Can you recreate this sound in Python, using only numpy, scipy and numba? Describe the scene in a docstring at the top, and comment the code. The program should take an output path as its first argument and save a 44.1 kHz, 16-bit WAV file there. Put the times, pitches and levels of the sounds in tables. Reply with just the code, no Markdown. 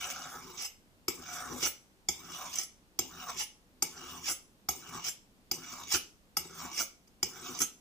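"""Gritty scrapes, each ending in a bright ring: a small steel knife is drawn along a large one, stroke by
stroke. The large knife lies flat on a wooden board in a quiet room, and two close microphones listen.
The edge lands near the handle, grates along the blade and flicks off the tip, leaving the steel ringing.
Burrs (tiny rough bits of metal) catch as dense clicks, and these make the steel and the board vibrate."""
import sys
import numpy as np
from scipy import signal
from scipy.fft import rfft, irfft, next_fast_len
from scipy.io import wavfile
from scipy.ndimage import uniform_filter1d
from numba import njit

SR = 44100
rng = np.random.default_rng(int(sys.argv[2]) if len(sys.argv) > 2 else 0)


def digitize_waveform(pressure):
    """Quantize a signal to 16-bit integers and store it at the path in sys.argv[1].

    Rows of a 2-D input are taken as channels; values are limited to [-1, 1].
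    """
    field = np.atleast_2d(pressure).T
    bounded = np.clip(field, -1, 1)
    quanta = np.round(bounded * 32767).astype(np.int16)
    wavfile.write(sys.argv[1], SR, quanta)


N = 344356
SIZE = next_fast_len(N + SR)
HZ = np.maximum(np.arange(SIZE // 2 + 1) * SR / SIZE, 1)   # the frequencies of a spectrum


def from_db(db):
    """Turn decibels into a gain."""
    return 10 ** (np.asarray(db) / 20)


def rms_one(x):
    """Scale a signal to an average power of 1."""
    return x / np.sqrt(np.mean(x ** 2) + 1e-20)


def at_hz(points, hz):
    """Read between the rows of a table, along a log-frequency axis."""
    hz_points, values = np.transpose(points)
    return np.interp(np.log(hz), np.log(np.maximum(hz_points, 1)), values)


def shaped(x, response):
    """Filter with one gain for each frequency in HZ."""
    return irfft(rfft(x, SIZE) * response, SIZE)[..., :N]


def band(x, low, high):
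    """Keep what lies between two frequencies."""
    return signal.sosfilt(signal.butter(2, [low, high], "band", fs=SR, output="sos"), x)


def drift(rate_hz, count=1, spread_db=None):
    """Slow random wandering of about +-1, or a wandering gain if spread_db is given."""
    r = np.exp(-128 * np.pi * rate_hz / SR)
    noise = rng.standard_normal((count, N // 64 + 702))   # one value per 64 samples
    slow = signal.lfilter([1], [1, -2 * r, r * r], noise)[:, 700:]
    slow = slow / slow.std(axis=1, keepdims=True)
    slow = slow if spread_db is None else from_db(spread_db * slow)
    return np.repeat(slow, 64, axis=1)[:, :N]


def resonate(x, hz, t60):
    """One mode: a natural tone of an object. Its ring time t60 is how long it takes to fade by 60 dB."""
    r = from_db(-60 / (max(t60, .004) * SR))
    feedback = [1, -2 * r * np.cos(2 * np.pi * hz / SR), r * r]
    return signal.lfilter(np.array([1, 0, -1]) * (1 - r * r) / 2, feedback, x + 1e-18)


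@njit
def glide(x, hz, width_hz):
    """A resonance whose pitch can move."""
    r = np.exp(-np.pi * width_hz / SR)
    y = np.zeros(len(x))
    for i in range(2, len(x)):
        drive = (1 - r * r) / 2 * (x[i] - x[i - 2])
        y[i] = drive + 2 * r * np.cos(2 * np.pi * hz[i] / SR) * y[i - 1] - r * r * y[i - 2]
    return y


# Tone of the background noise: f/Hz, relative level/dB
AIR_TONE = [(13, -49.5), (22, 0.5), (66, -6.5), (142, -9.5), (203, -5), (425, -13.5), (501, -15.5),
            (2260, -24), (2740, -24), (5740, -27.5), (15400, -35.5)]
# How alike its left and right sides are: f/Hz, likeness (1 same, -1 opposite)
AIR_LIKENESS = [(60, 0.35), (180, 0.71), (550, 0.94), (1650, -0.41), (4970, 0.032), (15000, 1)]
def air():
    """Quiet room rumble and microphone hiss."""
    mid, side = rng.standard_normal((2, N))
    alike = np.clip(at_hz(AIR_LIKENESS, HZ), -1, 1)
    colour = from_db(at_hz(AIR_TONE, HZ))
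    mid = shaped(mid, colour * np.sqrt(1 + alike))
    side = shaped(side, colour * np.sqrt(1 - alike))
    return from_db(-64.5) * rms_one(mid + side * [[1], [-1]])


# What the walls send back: f/Hz, relative level/dB
WALLS = [(100, -12.5), (500, 6.5), (1300, -2), (2500, 6.5), (4200, 3), (6500, -4), (10000, -6.5),
         (15000, -14)]
# How long the room rings: f/Hz, ring time/s
ROOM_RING = [(100, 0.4), (700, 0.28), (5000, 0.3), (13000, 0.4)]
def room(x, gain_db=-7.5, alike_below_hz=600):
    """Echoes blur into a tail of fading noise, alike on both sides in the bass."""
    t, tail = np.arange(SR // 2) / SR, 0
    for low in 60 * 2. ** np.arange(8):
        hz = low * np.sqrt(2)
        mid, side = band(rng.standard_normal((2, len(t))), low, 2 * low)
        apart = np.sqrt(hz / (hz + alike_below_hz))
        tail = tail + (mid + apart * side * [[1], [-1]]) * from_db(-60 * t / at_hz(ROOM_RING, hz))
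    tail = tail * (1 - np.exp(-(t / 0.001) ** 2))   # the first echoes take a moment
    tail = tail / np.sqrt(np.sum(tail ** 2) / 2)
    return shaped(x, rfft(tail, SIZE) * from_db(at_hz(WALLS, HZ) + gain_db))


def modes(table, knock, mid, tip, held, shimmer_db):
    """Modes ring freely at the tip; elsewhere the pressing edge cuts their ring time to the share held."""
    out = np.zeros((2, N))
    for k, (hz, t60, knock_db, mid_db, tip_db, pan_db) in enumerate(table):
        # the edge crosses each mode's still spots (nodes), and the blade tilts
        nodes, tilt = drift(8.9, count=2, spread_db=shimmer_db / 2)
        pressed = from_db(knock_db) * knock + from_db(mid_db) * nodes * nodes * mid
        ring = resonate(pressed, hz, t60 * held) + resonate(from_db(tip_db) * nodes * tip, hz, t60)
        side = (-1) ** k * from_db(pan_db / 2) * tilt
        out[0] += ring * side
        out[1] += ring / side
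    return out


# Modes of the board: f/Hz, ring time/s, knock level/dB, mid-blade level/dB, tip level/dB, left-right/dB
BOARD_MODES = [(72.3, 0.2, 10.5, -6.5, -10, 1.5), (175.4, 0.14, 6.5, -0.5, -8, 1.5),
               (250.3, 0.14, 4.5, -1, -9, 5), (353, 0.039, 0, -5.5, 1, 8.5), (746, 0.028, -4, -5.5, -7, -3),
               (834, 0.053, 0.5, -5.5, 0, 6), (1283, 0.024, -13, -33.5, -12.5, 0.5)]
def board(landing, thud, mid, tip):
    """The wood under the large knife answers knocks and scraping with low, hollow tones."""
    knock = from_db(3.5) * band(landing, 464, 3000) + thud
    return from_db(18) * modes(BOARD_MODES, knock, mid, tip, held=0.86, shimmer_db=1.5)


# Tones of the grinding marks: f/Hz, pitch wander/Hz, width/Hz, level/dB, left-right/dB
SINGING_MARKS = [(5370, 210, 190, 6, 7.5), (6140, 250, 94, 11, -8.5), (6780, 280, 190, 9.5, 3.5),
                 (8060, 300, 128, 2.5, 17)]
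def singing(force):
    """Grinding marks sing as they pass under the edge: narrow tones that glide, come and go."""
    out = np.zeros((2, N))
    for hz, wander_hz, width_hz, db, pan_db in SINGING_MARKS:
        drive = force * drift(18, spread_db=5)[0]
        tone = glide(drive, hz + wander_hz * drift(5)[0], width_hz)
        out += tone * from_db(db + np.array([[pan_db / 2], [-pan_db / 2]]))
    return out


def rasp(force, hz):
    """The hoarse middle of the scrape; filtering twice keeps it close to its moving pitch."""
    return from_db(15.5) * glide(glide(force, hz, 400), hz, 400)


def blade_echo(x, delay_s=.0016, sweep_s=0.0003065):
    """The blade's ends send the sound back; the delay wanders as the contact moves."""
    now = np.arange(N)
    earlier = now - SR * (delay_s + sweep_s * drift(2.51, count=2))
    return x + np.array([np.interp(when, now, channel) for when, channel in zip(earlier, x)])


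# Tone of the gritty contact noise: f/Hz, relative level/dB
GRIT_TONE = [(60, -27.5), (300, -3), (1200, -26.5), (1800, -19), (2600, -17), (4200, -23), (5600, -8.5),
             (7500, -13), (10000, -31.5), (13500, -35.5), (15200, -39)]
# Which side it leans to: f/Hz, left-right/dB
GRIT_PAN = [(100, -6), (330, 6.5), (1200, 2.5), (4200, -5.5), (6000, -13), (7000, 3), (8000, -4),
            (10500, 21), (13000, 4.5), (15000, 27)]
def grit(force):
    """The broad noise of steel touching steel, which fills the gaps between the modes."""
    pan_db = at_hz(GRIT_PAN, HZ) / 2
    gain = from_db(at_hz(GRIT_TONE, HZ) + 14.5 + np.array([pan_db, -pan_db]))
    return blade_echo(shaped(force, gain))


# Pitches of the steel's modes: f/Hz
STEEL_HZ = [2250, 2900, 3440, 3780, 4690, 5120, 5400, 5700, 5930, 6080, 6180, 6481, 7120, 7340, 7520, 7700,
            7965, 8500, 8858, 9600, 9797, 10840, 11770, 11970, 13030, 13240, 13535, 14395, 14535, 14990,
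            15215]
# One row per pitch: undamped ring time/s, knock level/dB, mid-blade level/dB, tip level/dB, left-right/dB
STEEL_MODES = [(0.033, -15.5, -7.5, -29, 0), (0.022, -18, -8, -10.5, 6.5), (0.029, -20, -12, -21, -9.5),
               (0.05, -39.5, -7, -35, 7.5), (0.035, -10.5, -23.5, -16, -10.5),
               (0.035, -3.5, -12, -1.5, 8.5), (0.033, -7, -33, -10, -9), (.1, -17.5, -10, -27, 17),
               (.1, -10.5, -6, 0, 0), (0.11, -4, -7.5, -13.5, -5), (0.036, -4.5, -23, -6, -13),
               (0.12, -4.5, -3, 0, -14.5), (0.058, -1.5, -16.5, -27.5, 9), (0.13, -1.5, -3, 0, 10),
               (0.14, -9, -21.5, -15, 12.5), (0.062, -18, -11, -22.5, 13), (0.37, -11, -13.5, -5.5, 11),
               (0.09, -6, -13, -16, 17), (0.34, -5, -13.5, -12, 9), (.08, -6.5, -40, -43, 18),
               (0.27, -6.5, -25, -3, -4.5), (0.36, -29.5, -10, -4.5, 5.5), (0.31, -2, -23, -24.5, 8),
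               (0.19, -16, -22, -13, -8), (0.17, -7, -19.5, -12, -9), (0.15, -24, -12.5, -25, -3),
               (.06, -15.5, -18.5, -31, -1.5), (.1, -15, -25, -11, -0.5), (0.053, -7, -22, -25, -12.5),
               (.06, -20.5, -10, -36, 1), (0.15, -18, -9.5, -5.5, -11)]
def steel(landing, mid, tip):
    """The bright ring of the steel; hand and board damp the lower modes hardest."""
    damped = [(hz, min(t60, .06 if hz < 6400 else .19), *levels)
              for hz, (t60, *levels) in zip(STEEL_HZ, STEEL_MODES)]
    return from_db(14) * modes(damped, landing, mid, tip, held=0.55, shimmer_db=4)


def knocks(events, chatter_s, gain_db):
    """Each knock is a short, fading chatter of contacts. Gives four forces: steel, rasp, hiss, board."""
    force, span = 1e-12 * rng.standard_normal((4, N + 600)), np.arange(600)
    chatter = rng.standard_normal((len(events), 600))
    fading = np.exp(-span / (chatter_s * SR)) * (1 - np.exp(-span / 29))
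    for (s, db, low_db, *extra), burst in zip(events, chatter):
        at = round(s * SR)
        hiss_db = extra[0] if extra else 0
        gains = from_db(db + gain_db + np.array([[0], [low_db], [hiss_db], [low_db]]))
        force[:, at:at + 600] += gains * rms_one(burst * fading) / 3
    return force[:, :N]


def thuds(events, push_s, gain_db):
    """Each knock pushes the large blade once against the board."""
    clicks, r = np.full(N, 1e-12), np.exp(-1 / (push_s * SR))
    for s, db, *_, thud_db in events:
        clicks[round(s * SR)] = from_db(db + thud_db + gain_db)
    return signal.lfilter([1 - r], [1, -r], clicks)


# Catches on a burr: t/s, level/dB, extra for lows and thud/dB
SNAGS = [(0.1984, -47, 5), (0.3524, -44, 13), (0.6215, -27, -32), (1.325, -43, 6), (1.4222, -44, 12),
         (1.6117, -40, -12), (1.6257, -20, -1.5), (2.2454, -51, 0), (2.5336, -40, -23), (2.5556, -22, -23),
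         (2.5855, -19, -40), (3.3727, -31.5, -22), (3.3917, -22.5, -17), (4.2677, -40, -16),
         (4.9277, -45, 0), (4.946, -37, 14), (5.0734, -29, -22), (5.6331, -44, 2), (5.803, -42, 3),
         (5.911, -34, -25), (5.9219, -15.5, -36), (5.9369, -16, -11.5), (6.452, -44, 11),
         (6.6494, -37.5, 12), (6.7565, -44, -23), (6.776, -25, -12), (7.371, -46, 9), (7.5887, -21, -16),
         (7.6026, -18, -19), (7.6164, -11.5, -20)]
def snags():
    """The edge snags on a burr, giving a tick and a small thud."""
    return knocks(SNAGS, chatter_s=.003, gain_db=-12), thuds(SNAGS, push_s=0.000099, gain_db=-1.5)


# Touchdowns of the edge: t/s, level/dB, extra for lows/dB, extra for hiss/dB, extra for thud/dB
LANDINGS = [(1.0807, -16, -13, -13, -25.5), (2.0859, -16.5, -18.5, -15.5, -25),
            (2.9894, -17.5, -16, -12.5, -25), (3.8228, -16, -16.5, -10, -29.5),
            (4.687, -17.5, -26, -12.5, -22.5), (5.5127, -19.5, -20, -11.5, -24.5),
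            (6.3684, -16.5, -19, -11.5, -33), (7.074, -53, -13, -13, -33), (7.228, -17, -18.5, -15, -24)]
def landings():
    """The small knife lands on the large one, giving a clack and a thud."""
    return knocks(LANDINGS, chatter_s=0.0028, gain_db=3.5), thuds(LANDINGS, push_s=0.00018, gain_db=21)


def stroke_shape(row):
    """The edge skids, rests, bites, eases and slips off: (time, value) points for levels and rasp pitch."""
    (bite, peak, grate_db, ease, eased_db, flick, flick_db,
     bite_db, swell, rasp_db, rasp_hz, lean_db, push, push_db, slip_db) = row
    land = max([s for s, *_ in LANDINGS if s < bite], default=bite - 1)
    skid, rest, rise = land + .012, land + .052, bite - .05
    slip, slip_peak, end = flick - .014, flick + .0046, flick + .032
    steel_levels = [(skid, -43.5), (rest, -55.5), (bite, -55.5), (peak, grate_db), (ease, eased_db),
                    (flick, flick_db), (end, flick_db - 15.5)]
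    hiss_offsets_db = [-3.5, -3.5, -9, -9, -9, -9, 0]
    hiss_levels = [(s, db + offset) for (s, db), offset in zip(steel_levels, hiss_offsets_db)]
    rasp_levels = [(skid, -62.5), (rise, -62.5), (bite, bite_db), (swell, rasp_db), (ease, rasp_db - 10.5),
                   (slip, rasp_db - 10.5), (slip_peak, slip_db), (end, slip_db - 14.5)]
    board_levels = sorted([(skid, -48), (rest, lean_db), (push - .11, lean_db), (push, push_db),
                           (slip, -59), (slip_peak, slip_db - 7.5), (end, slip_db - 22)])
    pitch_hz = [(rise, 864), (bite, 1344), (swell, rasp_hz), (ease, 1024), (slip, 1344)]
    return skid, end, (steel_levels, rasp_levels, hiss_levels, board_levels), pitch_hz


def burrs(per_s, spread_db, clump_db):
    """Burrs catch as random clicks of uneven size, coming in clumps."""
    sizes = from_db(spread_db * np.minimum(rng.exponential(1, N), 4)) * rng.choice([-1, 1], N)
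    caught = rng.random(N) < per_s / SR
    return rms_one(sizes * caught * drift(48, spread_db=clump_db)[0])


# One row per stroke; the levels are those of the rubbing force:
#   edge bites t/s; grating peaks t/s, level/dB; hand eases t/s, level/dB; flick off the tip t/s, level/dB;
#   rasp at the bite level/dB; rasp swells t/s, level/dB, f/Hz;
#   board at rest level/dB; board is pushed t/s, level/dB; rasp at the slip level/dB
STROKES = [(-.12, 0.02, -40.5, .53, -54, 0.639, -35, -44.5, 0.35, -46, 1297, -55.5, .4, -53.5, -56),
           (1.206, 1.31, -43.5, 1.553, -50.5, 1.647, -26.5, -52, 1.447, -41, 1290, -55.5, 1.525, -40.5, -38),
           (2.23, 2.32, -46, 2.517, -44.5, 2.61, -33, -52, 2.45, -44, 1070, -57.5, 2.28, -57, -50),
           (3.128, 3.215, -46.5, 3.354, -47.5, 3.405, -29, -55.5, 3.29, -44, 1180, -57.5, 3.36, -55, -49),
           (3.949, 4.09, -46.5, 4.21, -53, 4.29, -25.5, -54.5, 4.13, -46, 1190, -57.5, 4.08, -52.5, -34),
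           (4.827, 4.953, -47, 5.015, -53.5, 5.06, -26.5, -56.5, 4.95, -45, 1170, -59, 4.96, -48.5, -38),
           (5.605, 5.714, -46, 5.865, -53.5, 5.937, -21.5, -52.5, 5.81, -50, 1060, -55.5, 5.75, -59, -27),
           (6.504, 6.573, -45.5, 6.72, -47.5, 6.797, -26.5, -57.5, 6.655, -42, 1090, -57.5, 6.655, -52.5, -35.5),
           (7.328, 7.436, -46.5, 7.6, -43, 7.604, -24.5, -52.5, 7.54, -46, 1200, -56, 7.49, -47.5, -31)]
def grating(tip_s=0.12):
    """The edge rubs over burrs. Gives forces (steel, rasp, hiss, board), nearness to the tip, rasp pitch."""
    t = np.arange(N) / SR
    curves = np.full((5, N), 1e-9)   # four force levels, then nearness to the tip
    rasp_hz = np.full(N, 1344.)
    for row in STROKES:
        start, end, levels, pitch = stroke_shape(row)
        on = (t >= start) & (t < end)
        curves[:4, on] = from_db([np.interp(t[on], *np.transpose(points)) for points in levels])
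        curves[4, on] = np.clip(1.3 - 1.26 * (end - t[on]) / tip_s, 1e-9, 1)
        rasp_hz[on] = np.interp(t[on], *np.transpose(pitch))
    curves = uniform_filter1d(curves, size=200, axis=1)   # contact is made in a few ms
    fade = np.exp(-1 / (0.0055 * SR))   # the last burrs let go gradually
    curves = signal.lfilter([1 - fade], [1, -fade], curves)
    flutter = drift(18, count=4, spread_db=1.57)   # the hand's pressure wavers
    forces = curves[:4] * flutter * burrs(per_s=5000, spread_db=3.5, clump_db=1.17)
    return forces, curves[4], rasp_hz


def blend(forces):
    """Join the four forces, each in its own range: board and rasp low, steel above, fine hiss on top."""
    on_steel, on_rasp, on_hiss, on_board = forces
    lows = from_db(4) * band(on_board, 30, 582) + band(on_rasp, 547, 1314)
    return lows + band(on_steel, 1537, 9120) + from_db(12) * band(on_hiss, 7670, 22000)


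def knives():
    """Landing, sliding and snagging shake the steel and the board."""
    rubbing, near_tip, rasp_hz = grating()
    ticks, snag_thuds = snags()
    clacks, landing_thuds = landings()
    sliding = rubbing + ticks
    slide, landing = blend(sliding), blend(clacks)
    mid, tip = slide * (1 - near_tip), slide * near_tip
    ringing = steel(landing, mid, tip) + board(landing, landing_thuds + snag_thuds, mid, tip)
    return ringing + rasp(sliding[1], rasp_hz) + singing(mid) + grit(slide + from_db(-13) * landing)


# How far the wave at the left microphone runs ahead of the right: f/Hz, phase/radians
LEFT_LEAD = [(100, 0), (600, .2), (950, .6), (1380, .1), (2240, .9), (2930, 3), (4130, .2), (4740, -.2),
             (5100, 3), (5600, 6.6), (16000, 6.3)]
def scene():
    """The knives as they reach two microphones, with the room's echo and the background noise."""
    source = knives()
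    lead = at_hz(LEFT_LEAD, HZ) / 2
    direct = shaped(source, np.exp(1j * np.array([lead, -lead])))
    return direct + room(source.mean(axis=0)) + air()


def record(dry):
    """The highest treble is cut off steeply, above about 15.6 kHz."""
    soft = signal.sosfilt(signal.cheby2(10, 25, 15600, fs=SR, output="sos"), dry)
    return signal.sosfilt(signal.cheby2(12, 70, 16800, fs=SR, output="sos"), soft)


dry = scene()
out = record(dry)
digitize_waveform(out)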